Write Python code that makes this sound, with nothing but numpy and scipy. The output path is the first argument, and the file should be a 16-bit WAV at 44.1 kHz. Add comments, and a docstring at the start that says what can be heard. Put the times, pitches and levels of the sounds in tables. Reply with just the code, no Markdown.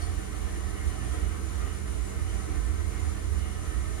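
"""A small utility room, a stereo microphone close to plastic heating pipes being flushed of air.
From the start the pumped water surges in a deep rumble on the right, rushes and bubbles through the pipes
and hisses in the valves, over the pump's steady hum and thin whine. Air spits through a valve at once;
then low gurgles and higher spurts of fizz come and go, and air pockets churn the flow, hardest near 1.2 s.
The loudest gurgle comes near 2.75 s, and the water runs on to the end."""
import sys
import numpy as np
from scipy import signal
from scipy.fft import rfft, irfft
from scipy.io import wavfile
from scipy.ndimage import uniform_filter1d

SR = 44100
rng = np.random.default_rng(int(sys.argv[2]) if len(sys.argv) > 2 else 0)


def output_pcm(signal):
    """Save a mono or channel-first signal as 16-bit PCM at the path in sys.argv[1].

    Samples are clipped to [-1, 1] before scaling.
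    """
    pcm = np.clip(np.atleast_2d(signal).T, -1, 1) * 32767
    wavfile.write(sys.argv[1], SR, np.round(pcm).astype(np.int16))


N = 176400
TIME = np.arange(N) / SR
FREQS = np.maximum(np.arange(N // 2 + 1) * SR / N, .1)


def undb(db):
    """Decibels to gain."""
    return 10 ** (np.asarray(db) / 20)


def colour(points):
    """Gain that gives white noise a spectrum of (frequency [Hz], density [dB per Hz]) points."""
    hz, db = np.array(points).T
    return undb(np.interp(np.log(FREQS), np.log(hz), db)) * np.sqrt(SR / 2)


def resonances(modes):
    """Gain of steep-sided resonances, each passing white noise at its own level."""
    power = 0
    for hz, width, db in modes:
        peak = 1 / (1 + ((FREQS / hz - hz / FREQS) * hz / width) ** 2) ** 2
        power = power + undb(db) ** 2 * peak / peak.mean()
    return np.sqrt(power)


def walk(hz):
    """Smooth random wander of spread 1."""
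    hold = max(int(SR / hz), 2)
    steps = np.repeat(rng.standard_normal(N // hold + 2), hold)
    smooth = uniform_filter1d(uniform_filter1d(steps, hold), hold)[:N]
    return (smooth - smooth.mean()) / smooth.std()


def drift(sound, share, hz):
    """Let the pitch of a sound wander by a small share."""
    samples = np.arange(N)
    place = samples + np.cumsum(share * walk(hz))
    return np.array([np.interp(place, samples, side) for side in sound])


def ring(sound, t60_s, tail_db, channels):
    """Direct sound plus a dense decaying tail, at unchanged power."""
    tail = rng.standard_normal((channels, N)) * np.exp(-np.log(1000) * TIME / t60_s)
    tail *= undb(tail_db) / np.sqrt((tail ** 2).sum(axis=1, keepdims=True))
    return irfft(rfft(sound) * (1 + rfft(tail)) / np.sqrt(1 + undb(tail_db) ** 2), N)


def pan(db):
    """Channel gains that put the left db above the right."""
    return undb(np.array([[db], [-db]]) / 2)


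# how the pipes reach the microphone's two sides (frequency [Hz], likeness [0-1], left lead [rad])
MIC_PATHS = [(40, .6, -.4), (58, .62, 1), (80, .92, 1.8), (125, .6, 3.2), (170, .7, 4.9), (250, .78, 5.7),
             (315, .78, 7.2), (430, .55, 9.9), (510, .6, 10), (660, .78, 8), (760, .9, 8.2),
             (1000, .68, 7.9), (1300, .55, 7), (1650, .75, 3.9), (2150, .55, 5.6), (2500, .25, 7.4),
             (2950, .55, 8.5), (3900, .25, 14), (5500, .2, 10.5), (7000, .42, 8.3), (8300, .45, 8.2),
             (8650, .7, 6.8), (9000, .95, 6.3), (9600, .95, 6.3), (10400, .85, 5), (15000, .8, 5)]

def mic_paths():
    """Likeness of the two sides and phase lead of the left, at every frequency."""
    hz, likeness, lead = np.array(MIC_PATHS).T
    return [np.interp(np.log(FREQS), np.log(hz), column) for column in (likeness, lead)]


def at_mic(sound):
    """One sound on both sides of the microphone, shifted in phase."""
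    _, lead = mic_paths()
    return np.array([irfft(rfft(sound) * np.exp(1j * lead), N), sound])


def turbulence(gain):
    """Coloured noise on both sides of the microphone, partly alike and shifted in phase."""
    likeness, lead = mic_paths()
    right, unrelated = rfft(rng.standard_normal((2, N)))
    left = (likeness * right + np.sqrt(1 - likeness ** 2) * unrelated) * np.exp(1j * lead)
    return irfft(np.array([left, right]) * gain, N)


# the two low resonances of the pipe run (frequency [Hz], width [Hz], gain [dB])
PIPE_RUN_MODES = [(56.5, 17.5, 1.07), (80.5, 16.9, 0.3)]
# surges of the lower resonance (time [s], level [dB])
LOWER_SURGES = [(0.0, -38), (0.18, -31.5), (0.25, -40.5), (0.49, -30.5), (0.55, -35), (0.66, -33),
                (0.81, -42), (0.89, -23.0), (0.94, -41), (1.13, -28.5), (1.18, -42), (1.24, -28),
                (1.34, -38.5), (1.48, -36.5), (1.55, -39), (1.61, -28.5), (1.7, -39), (2.06, -29),
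                (2.1, -40), (2.29, -28), (2.49, -38.0), (2.55, -26.5), (2.85, -33.5), (2.89, -32),
                (3.04, -38.5), (3.33, -31.5), (3.54, -38), (3.78, -29), (3.96, -32.5), (4.0, -33)]
# surges of the upper resonance (time [s], level [dB])
UPPER_SURGES = [(0.0, -33.5), (0.07, -29), (0.32, -38.5), (0.55, -31), (0.82, -36.5), (0.87, -32.5),
                (1.08, -37.5), (1.19, -28), (1.38, -34.5), (1.43, -32), (1.74, -34), (1.79, -42),
                (1.96, -34.5), (2.01, -53), (2.05, -25), (2.09, -39), (2.19, -30), (2.29, -35.5),
                (2.38, -33.0), (2.49, -46), (2.53, -29.5), (2.62, -46), (2.69, -33), (2.87, -29),
                (2.92, -41), (3.06, -27), (3.15, -36.5), (3.39, -26.0), (3.46, -34.5), (4.0, -39.5)]

def rumble():
    """Surging flow shakes the pipe run right of the microphone, each resonance swelling in its own time."""
    out = 0
    for (hz, width, db), surges in zip(PIPE_RUN_MODES, (LOWER_SURGES, UPPER_SURGES)):
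        shake = turbulence(resonances([(hz, width, db)]))
        envelope = np.sqrt(uniform_filter1d(np.abs(signal.hilbert(shake[1])) ** 2, int(SR * 0.047)))
        shake = shake / envelope ** 0.7 * pan(-14.5)  # partly evened out, so the surges lead
        surge_db = np.interp(TIME, *np.array(surges).T)
        out = out + shake / shake.std() * undb(0.27 + db + surge_db)
    low_hz, high_hz = 39.8, 91.4
    band_loss = (1 + (low_hz / FREQS) ** 12) * (1 + (FREQS / high_hz) ** 16)
    return irfft(rfft(out) / np.sqrt(band_loss), N)


# water rushing in the pipes, close up (frequency [Hz], relative density [dB])
RUSH_SPECTRUM = [(20, -112), (45, -86), (95, -66), (110, -68), (135, -67), (165, -71.5), (185, -70),
                 (215, -73), (270, -74), (320, -68.5), (365, -70), (440, -69.5), (540, -81), (590, -75),
                 (780, -80), (850, -85), (1000, -81), (1450, -82), (1560, -80), (1680, -85), (2000, -84.5),
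                 (2250, -85), (2400, -88), (3500, -94), (4600, -96), (9000, -110)]
FLUTTER_HZ = 22

def rush(churn_db):
    """Churning water, with its bubbles and ringing fittings, flutters in level; the small room answers."""
    water = turbulence(colour(RUSH_SPECTRUM)) * undb(0.5) + bubbles()
    pipes = water * undb(0.95 * churn_db) + gurgles() + fittings(churn_db)
    flutter = undb(0.72 * walk(FLUTTER_HZ))
    return ring(pipes * flutter, t60_s=0.32, tail_db=-5.5, channels=2)


# swarms of air bubbles (centre [Hz], spread each way [octaves], rate [1/s], ring [cycles], level [dB])
BUBBLE_SWARMS = [(348.4, 0.227, 12, 30, -60), (1305, 0.133, 45, 100, -62.5), (1962, 0.133, 45, 95, -62)]

def bubbles():
    """Air bubbles ring at random moments, each rising a little in pitch as it dies."""
    scatter_db, chirp = 0.5, 0.03
    out = np.zeros(N)
    for centre_hz, spread, rate, cycles, db in BUBBLE_SWARMS:
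        swarm = np.zeros(N)
        for when, pitch_draw, size_draw in rng.random((400, 3))[:int(rate * N / SR)]:
            hz = centre_hz * 2 ** (spread * (2 * pitch_draw - 1))
            start = int(when * N)
            length = min(int(cycles / hz * SR), N - start)
            age = np.arange(length) * hz / SR / cycles  # 0 to 1 over the ring
            envelope = np.exp(-np.log(100) * age) * (1 - np.exp(-age * cycles / 2))
            strength = undb(-scatter_db * np.log(1 - .97 * size_draw))
            tone = np.sin(2 * np.pi * cycles * age * (1 + chirp * age))
            swarm[start:start + length] += strength * envelope * tone
        out += swarm / swarm.std() * undb(db)
    return at_mic(out)


# resonances of pipes and fittings (frequency [Hz], width [Hz], level [dB])
FITTING_MODES = [(314, 35, -59), (455, 47, -66), (648.6, 18, -63), (700, 13, -66), (755, 61, -60.5),
                 (1135, 52, -63), (1223, 39, -63.5), (1288, 56, -58), (1380, 180, -64.5), (1756, 37, -63.5),
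                 (1805, 45, -59), (1928, 75, -59.5), (2255, 31, -67.5), (2936, 280, -60)]

def fittings(churn_db):
    """The flow rings pipes and fittings, which waver in pitch and flare as air passes through."""
    drive = rfft(turbulence(1))
    out = 0
    for mode in FITTING_MODES:
        ringing = drift(irfft(drive * resonances([mode]), N), share=0.003986, hz=12)
        out = out + ringing * undb(2.13 * walk(hz=16) + 0.21 * churn_db)
    return out


# hiss of the valves, close up (frequency [Hz], relative density [dB])
HISS_SPECTRUM = [(2000, -102), (4150, -89), (4550, -93.5), (5400, -90), (5900, -87.5), (7000, -86.5),
                 (8300, -91), (9200, -86.5), (10250, -88), (10700, -122), (12200, -101), (12900, -91),
                 (13500, -104), (15500, -104)]
# resonances of the valve bodies (frequency [Hz], width [Hz], level [dB])
VALVE_BODY_MODES = [(3264, 67, -68), (4170, 110, -74.5), (5000, 98, -79), (5680, 130, -69),
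                    (6370, 160, -64.5), (6817, 64, -62.5), (7040, 130, -71.5), (7170, 160, -67.5),
                    (7960, 70, -65), (8500, 70, -71.5), (9100, 80, -64.5), (9420, 120, -72.5),
                    (10000, 46, -84), (10300, 300, -64)]

def hiss(churn_db):
    """Water squeezes through the valves; the metal rings briefly with it."""
    valves = ring(turbulence(colour(HISS_SPECTRUM)), t60_s=0.17, tail_db=-3.5, channels=1)
    drive = rfft(turbulence(1))
    for mode in VALVE_BODY_MODES:
        valves = valves + irfft(drive * resonances([mode]), N) * undb(3 * walk(hz=9.2))
    return valves * undb(-2 + 0.2 * churn_db + 0.5 * walk(FLUTTER_HZ))


# mains hum, rotor and whine (frequency [Hz], level [dB], left over right [dB], left lead [rad])
PUMP_TONES = [(120, -51.5, -14, -2), (195.2, -52.5, -4.5, -0.98), (241, -61.5, 3.5, -1.3),
              (360, -60, -3, -1.6), (389, -57, -0.5, 2), (1018, -69.5, 0, 0.7), (2139, -64, 7.5, -1.8)]

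def pump():
    """Steady tones of the pump, wavering slightly with its load."""
    drifting_time = np.cumsum(1 + 0.00062 * walk(hz=5.05)) / SR
    out = 0
    for hz, db, pan_db, lead in PUMP_TONES:
        phase = 2 * np.pi * (hz * drifting_time + rng.random()) + np.array([[lead], [0]])
        level = undb(db + 2.6 * walk(hz=13))
        out = out + np.sqrt(2) * np.sin(phase) * level * pan(pan_db)
    return out


# valve metal rung by a spit of air (frequency [Hz], width [Hz], level [dB])
SPIT_RESONANCES = [(707, 31, -43), (1290, 90, -47), (4430, 110, -50), (5440, 2200, -50)]

def spit():
    """A pocket of air spits through a valve and rings the metal."""
    start_s, attack_s, decay_s = 0.0071, 0.015, 0.06
    age = np.maximum(TIME - start_s, 0)
    envelope = np.minimum(age / attack_s, 1) * np.exp(-age / decay_s)
    return turbulence(resonances(SPIT_RESONANCES)) * envelope


# low gurgles and short, higher spurts of fizzing bubbles (time [s], pitch [Hz], half-length [s], level [dB])
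GURGLES = [(0.127, 319.5, 0.024, -49), (.59, 337, 0.031, -51), (0.934, 323, 0.042, -48),
           (1.15, 305.4, 0.051, -54), (1.19, 447, .05, -53), (1.944, 311, .03, -51),
           (2.287, 319.4, .03, -50.5), (2.49, 306, 0.022, -47), (2.544, 292, 0.038, -48.5),
           (2.75, 310.4, 0.065, -45), (3.01, 338, 0.049, -50.5), (3.165, 303, .025, -50),
           (.78, 1960, .035, -56), (1.12, 721, .04, -49), (1.15, 1290, 0.081, -62),
           (1.584, 1300, 0.047, -57), (1.656, 1258, .06, -57), (2.24, 1266, .07, -57.5),
           (2.48, 1278, 0.029, -58), (2.83, 1836, 0.033, -59), (3.348, 1914, 0.046, -59),
           (3.375, 1262, 0.077, -59), (3.61, 1286, 0.033, -58)]

def gurgles():
    """Gurgles and spurts of fizz swell and fade, wobbling as the bubbles tumble along the pipe."""
    wobble_share, wobble_hz, rough_db = 0.0205, 69.05, 4
    wobbling_time = np.cumsum(1 + wobble_share * walk(wobble_hz)) / SR
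    out = np.zeros(N)
    for when, hz, half, db in GURGLES:
        near = np.abs(TIME - when) < 3 * half
        envelope = undb(db) * np.exp(-((TIME[near] - when) / half) ** 2)
        out[near] += envelope * np.sin(2 * np.pi * hz * wobbling_time[near])
    return at_mic(np.sqrt(2) * out * undb(rough_db * walk(wobble_hz)))


# air pockets passing the microphone (time [s], half-length [s], churning [dB])
AIR_POCKETS = [(0.442, 0.071, 1), (.77, 0.025, 1), (1.176, 0.071, 3), (2.263, 0.039, -0.5),
               (2.518, 0.074, 1.5), (2.805, 0.047, 0), (3.35, 0.059, 0.6)]

def churning():
    """Passing air pockets churn the water: dB about the mean, of which each flow sound takes a share."""
    churn_db = sum(db * np.exp(-((TIME - when) / half) ** 2) for when, half, db in AIR_POCKETS)
    return churn_db - churn_db.mean()


def scene():
    """Beside the pipes: rumble, rush and hiss of one flow, with the pump and one spit of air."""
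    churn_db = churning()
    return rumble() + rush(churn_db) + hiss(churn_db) + pump() + spit()


def record(dry):
    """The recorder cuts the top steeply."""
    top_hz = 15400
    return signal.sosfilt(signal.ellip(8, .2, 70, top_hz, fs=SR, output="sos"), dry)


dry = scene()
out = record(dry)
output_pcm(out)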